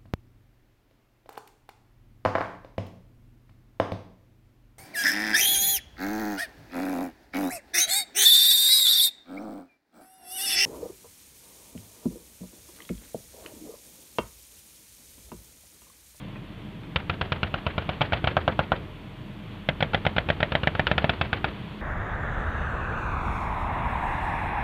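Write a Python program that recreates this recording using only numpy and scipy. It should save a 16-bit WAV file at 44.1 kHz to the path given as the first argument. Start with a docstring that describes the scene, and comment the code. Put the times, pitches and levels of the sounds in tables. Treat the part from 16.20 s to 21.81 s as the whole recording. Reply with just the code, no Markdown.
"""Heavy machine guns on trucks fire overlapping bursts across a grass range: far crackling ones, a deep one, a sharp one.
Each muzzle blast is a shaped pressure front with a bounce off the ground, frayed by the turbulent air;
earth banks, brush, trees and a wooded hill answer with delayed copies and shaped noise.
Underneath, the trucks' engines rumble as wavering tones in coloured noise, loose steel clanks faintly
and distant engines, tyres and wind blend into a background hiss of coloured noise."""
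import sys
import numpy as np
from scipy import signal
from scipy.fft import rfft, irfft, next_fast_len
from scipy.io import wavfile
from scipy.ndimage import map_coordinates

SR = 44100
rng = np.random.default_rng(int(sys.argv[2]) if len(sys.argv) > 2 else 0)


def store_pcm(level_fs):
    """Save levels as 16-bit WAV."""
    pcm = np.round(np.clip(level_fs, -1, 1) * 32767).astype(np.int16)
    wavfile.write(sys.argv[1], SR, np.atleast_2d(pcm).T)


N = 247401


def amp(db):
    """Decibels to gain."""
    return 10 ** (np.asarray(db) / 20)


def unit(x):
    """x at rms 1."""
    return x / np.sqrt(np.mean(x ** 2) + 1e-20)


def along(points, hz):
    """Read a curve of (f/Hz, value) points on a log frequency axis."""
    f, v = np.transpose(points)
    return np.interp(np.log(hz + 1), np.log(f + 1), v)


def over_time(points):
    """Read a curve of (t/s, value) points at every sample of the scene."""
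    t, v = np.transpose(points)
    return np.interp(np.arange(N) / SR, t, v)


def wobble(rate):
    """A smooth random curve, rate knots a second."""
    knots = rng.standard_normal(int(N * rate / SR) + 4)
    return map_coordinates(knots, [np.arange(N) * rate / SR])


def filtered(x, response):
    """x times a response of frequency, padded so that the end does not wrap round."""
    m = next_fast_len(len(x) + SR // 2)
    spectrum = rfft(x, m) * response(np.fft.rfftfreq(m, 1 / SR))
    return irfft(spectrum, m)[:len(x)]


def noise(spectrum):
    """Noise of rms 1 with the given colour."""
    return unit(filtered(rng.standard_normal(N), lambda hz: amp(along(spectrum, hz))))


def causal(gain):
    """The minimum-phase response with this gain: a sharp front, nothing before it."""
    cepstrum = irfft(np.log(np.maximum(gain, 1e-6)))
    half = len(cepstrum) // 2
    folded = np.r_[cepstrum[0], 2 * cepstrum[1:half], np.zeros(half)]
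    return np.exp(rfft(folded))


def below(hz, edge_hz):
    """Gain of a soft low-pass, one half at the edge."""
    return 1 / (1 + (hz / edge_hz) ** 4)


def add(track, s, sound):
    """Mix a sound into the track from time s."""
    part = track[round(s * SR):][:len(sound)]
    part += sound[:len(part)]


def far_guns():
    """Far guns: strong fraying by the air makes each blast crackle, and the hill answers loudest."""
    # far muzzle blast after its way over the range: f/Hz, relative level/dB per Hz
    far_blast = [(35, -14), (70, 6.5), (140, 6), (250, -5.5), (370, -8), (520, -3.5), (850, -7),
                 (1120, -15), (1380, -5.5), (1950, -18), (2550, -11), (3500, -13.5), (4500, -26),
                 (8000, -48)]
    # bursts: level before the gun gain/dB, thump/dB, crack of first shot/dB, crack of last shot/dB,
    # mean lag of the ground bounce/ms, list of shot times t/s; the guns cycle unevenly
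    far_bursts = [(-25.4, -1.2, 2.5, -8, .75, [.76, .8968, 1.0128, 1.1209, 1.2313, 1.3412, 1.4657, 1.5802, 1.6917, 1.809, 1.9227, 2.0423]),
                  (-22.4, -3.3, -3, .5, 1.3, [1.816, 1.9329, 2.0732]),
                  (-27.7, 1.5, -.5, -5, 1.45, [3.606, 3.7343, 3.8517, 3.9647, 4.088, 4.2041, 4.3206, 4.4339, 4.5512]),
                  (-22.3, -2.5, 1.5, -2.5, 1.25, [4.669, 4.7802, 4.8944, 5.0127, 5.13, 5.2436])]
    shots = fire(far_bursts, swell_db_per_s=-.8)
    return gun(shots, far_blast, db=27, bounce=0.26, fray_db=7.7, fray_s=0.0031,
               brush_db=-6.5, brush_s=0.014, brush_hz=3920, trees_db=-11.5, trees_s=0.044, hill_db=-4.5)


def deep_gun():
    """Deep gun: a heavy low-mid blast, little frayed, with a weak ground bounce and dull brush."""
    # deep muzzle blast after its way over the range: f/Hz, relative level/dB per Hz
    deep_blast = [(35, -30), (70, 0), (140, 2.5), (250, -6.5), (400, -12), (600, 0.5), (950, -3.5),
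                  (1170, -10), (1400, -4.5), (1950, -20), (2600, -13.5), (3400, -13), (4500, -24.5),
                  (8000, -56)]
    # burst: level before the gun gain/dB, thump/dB, crack of first shot/dB, crack of last shot/dB,
    # mean lag of the ground bounce/ms, list of shot times t/s
    deep_bursts = [(-18.1, -.4, 1, -2.5, 1.45, [2.1683, 2.2788, 2.3922, 2.5194])]
    shots = fire(deep_bursts, swell_db_per_s=0)
    return gun(shots, deep_blast, db=27, bounce=0.15, fray_db=-4, fray_s=0.0042,
               brush_db=-4.5, brush_s=.011, brush_hz=1980, trees_db=-17.5, trees_s=.045, hill_db=-9)


def sharp_gun():
    """Sharp gun: its crack swells in mid-burst, and brush and trees throw little back."""
    # sharp muzzle blast after its way over the range: f/Hz, relative level/dB per Hz
    sharp_blast = [(35, -14.5), (70, -4.5), (140, 4), (250, -3.5), (400, -6), (600, 0.5), (900, -9.5),
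                   (1150, -21), (1450, -8.5), (2000, -9), (2600, -15), (3400, -13.5), (4500, -26),
                   (8000, -64)]
    # burst: level before the gun gain/dB, thump/dB, crack of first shot/dB, crack of last shot/dB,
    # mean lag of the ground bounce/ms, list of shot times t/s
    sharp_bursts = [(-21, .5, 1.2, -4.3, 1.33, [3.4888, 3.6262, 3.7461, 3.8658, 3.9827, 4.102, 4.2293, 4.3524, 4.4728, 4.5954, 4.7145, 4.8433])]
    shots = fire(sharp_bursts, swell_db_per_s=.6, arch_db=4.5)
    return gun(shots, sharp_blast, db=27, bounce=0.3, fray_db=1, fray_s=0.0029,
               brush_db=-9, brush_s=.011, brush_hz=3520, trees_db=-31, trees_s=0.032, hill_db=-7.5)


def fire(bursts, swell_db_per_s, arch_db=0):
    """Shots as (s, level dB, thump dB, crack dB, bounce lag ms); crack drifts over a burst, straight or in an arch."""
    opening_db = 2  # extra crack of the shot that opens a burst
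    # from shot to shot the air changes the crack and the lag of the ground bounce a little
    crack_spread_db, lag_spread_ms = .6, .07
    shots = []
    for level_db, thump_db, first_db, last_db, lag_ms, times in bursts:
        for s, (air, ground) in zip(times, rng.standard_normal((len(times), 2))):
            elapsed = s - times[0]
            progress = elapsed / (times[-1] - times[0])
            drift_db = first_db + (last_db - first_db) * progress + arch_db * np.sin(np.pi * progress)
            crack_db = drift_db + opening_db * (elapsed == 0) + crack_spread_db * air
            shot_level_db = level_db + swell_db_per_s * elapsed
            shots.append((s, shot_level_db, thump_db, crack_db, lag_ms + lag_spread_ms * ground))
    return shots


def gun(shots, blast, db, bounce, fray_db, fray_s, brush_db, brush_s, brush_hz, trees_db, trees_s, hill_db):
    """Each shot is one pressure front that reaches the microphone over many paths."""
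    # dull echoes off the earth banks around the listener, the same for every gun: mean delay/s, mean level/dB
    banks = [(.0105, -10), (.0129, -9), (.0306, -17), (.045, -15)]
    # colour of the sound thrown back by brush and trees: f/Hz, relative level/dB per Hz
    foliage_colour = [(100, -20), (300, -7), (600, 2.5), (1100, -5.5), (1500, -2.5), (2000, -5), (3400, -6),
                      (4500, -14.5), (8000, -48.5)]
    track = np.zeros(N)
    t, hz = np.arange(SR // 5) / SR, np.fft.rfftfreq(SR // 5, 1 / SR)

    def late(s):
        """A delay of s seconds as a phase turn."""
        return np.exp(-2j * np.pi * hz * s)

    bass, treble = below(hz, edge_hz=520), 1 - below(hz, edge_hz=1370)
    middle = (hz > 400) & (hz < 1700)
    short_waves = causal(1 - below(hz, edge_hz=678))
    long_waves = causal(below(hz, edge_hz=292))
    foliage = causal(amp(along(foliage_colour, hz)))
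    foliage /= np.linalg.norm(irfft(foliage))

    # eddies in the air fray the short waves into a few milliseconds of crackle
    fray_envelope = np.sqrt(t) * np.exp(-t / fray_s)
    frays = amp(fray_db) * short_waves * scatter(fray_envelope, shots, memory=0.56, spread_db=0.5)
    # brush along the way scatters the front, then a row of trees slaps it back
    brush_envelope = np.sqrt(t) * np.exp(-t / brush_s)
    brush = amp(brush_db) * scatter(brush_envelope, shots, memory=0.57, spread_db=5.5)
    brush *= causal(below(hz, edge_hz=brush_hz))  # leaves soak up the treble
    trees_envelope = np.exp(-np.abs(t - trees_s) / 0.011)
    trees = amp(trees_db) * scatter(trees_envelope, shots, memory=.5, spread_db=7)

    for (s, level_db, thump_db, crack_db, lag_ms), fray, thrown_back in zip(shots, frays, brush + trees):
        front = causal(amp(along(blast, hz) + thump_db * bass + crack_db * treble))
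        direct = 1 + bounce * late(lag_ms / 1000) + fray
        front /= np.linalg.norm(irfft(front * direct * middle))  # the level counts the middle band
        echoes = 0
        for delay, gain_db in banks:
            echo_gain = amp(gain_db + rng.normal(0, .7))
            echoes = echoes + echo_gain * late(delay + rng.normal(0, 0.00044))
        arrival = front * (direct + long_waves * echoes) + foliage * thrown_back
        add(track, s, amp(level_db + db) * irfft(arrival))
        add(track, s, amp(level_db + db + hill_db) * hill())
    return track


def scatter(envelope, shots, memory, spread_db):
    """For each shot the response, at energy 1, of many uneven paths that drift from one shot to the next."""
    draws = rng.standard_normal((len(shots) + 4, len(envelope)))  # four extra rows let the drift settle
    drifting = signal.lfilter([1], [1, -np.clip(memory, 0, .9)], draws, axis=0)[-len(shots):]
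    paths = drifting * envelope * amp(spread_db * rng.standard_normal(len(envelope)))
    return rfft(paths / np.linalg.norm(paths, axis=1, keepdims=True))


def hill():
    """The wooded hill answers with one second of rolling noise at energy 1; the bass lasts longest."""
    # colour of the answer: f/Hz, relative level/dB per Hz
    hill_colour = [(40, -3.5), (90, 1.5), (200, -8.5), (380, -9), (650, -17.5), (1500, -19.5),
                   (3300, -29.5), (5000, -47), (8000, -71.5)]
    # its decay: f/Hz, t60/s
    hill_decay = [(80, 1.2), (500, 0.72), (3000, 0.63)]
    hz, t, z = signal.stft(rng.standard_normal(SR), SR, nperseg=512)
    fading = z * amp(-60 * t / along(hill_decay, hz)[:, None])
    tail = signal.istft(fading, SR, nperseg=512)[1][:SR]
    tail = filtered(tail, lambda f: amp(along(hill_colour, f)))
    tail = tail * (1 - np.exp(-np.arange(SR) / SR / 0.0092))  # soft onset
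    return tail / np.linalg.norm(tail)


def trucks():
    """Engines: wavering sine tones in a lumpy exhaust rumble of coloured noise."""
    # engine and drive tones: f/Hz, mean level before the common trim/dB
    engine = [(39.3, -47.5), (134, -55), (167, -50.5), (203, -50.5), (296, -57), (622, -60.5)]
    # colour of the exhaust rumble: f/Hz, relative level/dB per Hz
    rumble_colour = [(20, -38), (32, -21), (55, -17), (80, -4.5), (110, -1), (160, -4.5), (208, -1.5),
                     (240, -13.5), (300, -8), (450, -21), (650, -39.5)]
    # exhaust rumble over time: t/s, mean level/dB
    throttle = [(0, -40.5), (3.1, -42), (5.6, -39.8)]
    t = np.arange(N) / SR
    tones = np.zeros(N)
    for hz, db in engine:
        phase = 2 * np.pi * hz * (t + 0.001 * wobble(6))  # the shaft speed drifts
        tones += np.sqrt(2) * amp(db + 0.94 * wobble(3.6)) * np.sin(phase)
    rumble = amp(over_time(throttle) + 1.0 * wobble(8.4)) * noise(rumble_colour)
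    return amp(-1.5) * tones + rumble


def clanks():
    """Loose steel knocks briefly on the trucks; a free fitting rings, a held one hardly does."""
    # faint clanks: t/s, peak level/dB, ring over knock level/dB
    clank_times = [(.158, -34, 1), (.634, -34, -16)]
    # ringing modes of a loose fitting: f/Hz, relative level/dB, t60/s
    steel = [(636, -6, .04), (1080, -11, 0.037), (1910, -14, .02), (2520, 1, 0.03)]
    track, t = np.zeros(N), np.arange(SR // 4) / SR
    modes = sum(amp(db - 60 * t / t60) * np.sin(2 * np.pi * hz * t) for hz, db, t60 in steel)
    for s, db, ring_db in clank_times:
        rattle = rng.standard_normal(len(t)) * amp(-60 * t / 0.071)
        knock = unit(filtered(rattle, lambda hz: below(hz, edge_hz=4300) ** 2))
        ring = unit(signal.fftconvolve(rattle, modes)[:len(t)])
        sound = knock + amp(ring_db) * ring
        add(track, s, amp(db) * sound / np.abs(sound).max())
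    return track


def background_hiss():
    """Background hiss of distant engines, tyres and wind: coloured noise whose level rises and falls along a
    curve and flutters."""
    # background hiss over time, its rises set by hand: t/s, mean level/dB
    hiss_level = [(0, -49), (.6, -50), (1.6, -45), (3.0, -49.8), (4.5, -44), (5.6, -46)]
    # colour of the hiss: f/Hz, relative level/dB per Hz
    hiss_colour = [(260, -46), (450, -7), (620, -11.5), (800, -11.5), (1000, -10.5), (1500, -15.5),
                   (3400, -13.5), (4000, -21.5), (4600, -22), (5000, -52), (6500, -63)]
    return amp(over_time(hiss_level) + 0.71 * wobble(6.9)) * noise(hiss_colour)


def scene():
    """The guns over the trucks and the background hiss."""
    guns = far_guns() + deep_gun() + sharp_gun()
    return (guns + trucks() + clanks() + background_hiss())[None]


def record(dry):
    """The recorder rounds the highest peaks, trims both ends of the band and adds its own hiss."""
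    ceiling, hardness = .62, 5
    rounded = dry[0] / (1 + np.abs(dry[0] / ceiling) ** hardness) ** (1 / hardness)
    dull = filtered(rounded, lambda hz: below(hz, edge_hz=5400) ** 2 * (1 - below(hz, edge_hz=28)))
    hiss = amp(-69) * noise([(5000, 0.82), (8000, -.5), (15000, -2)])
    return filtered(dull + hiss, lambda hz: hz < 15200)[None]  # nothing above the top of the band


dry = scene()
out = record(dry)
store_pcm(out)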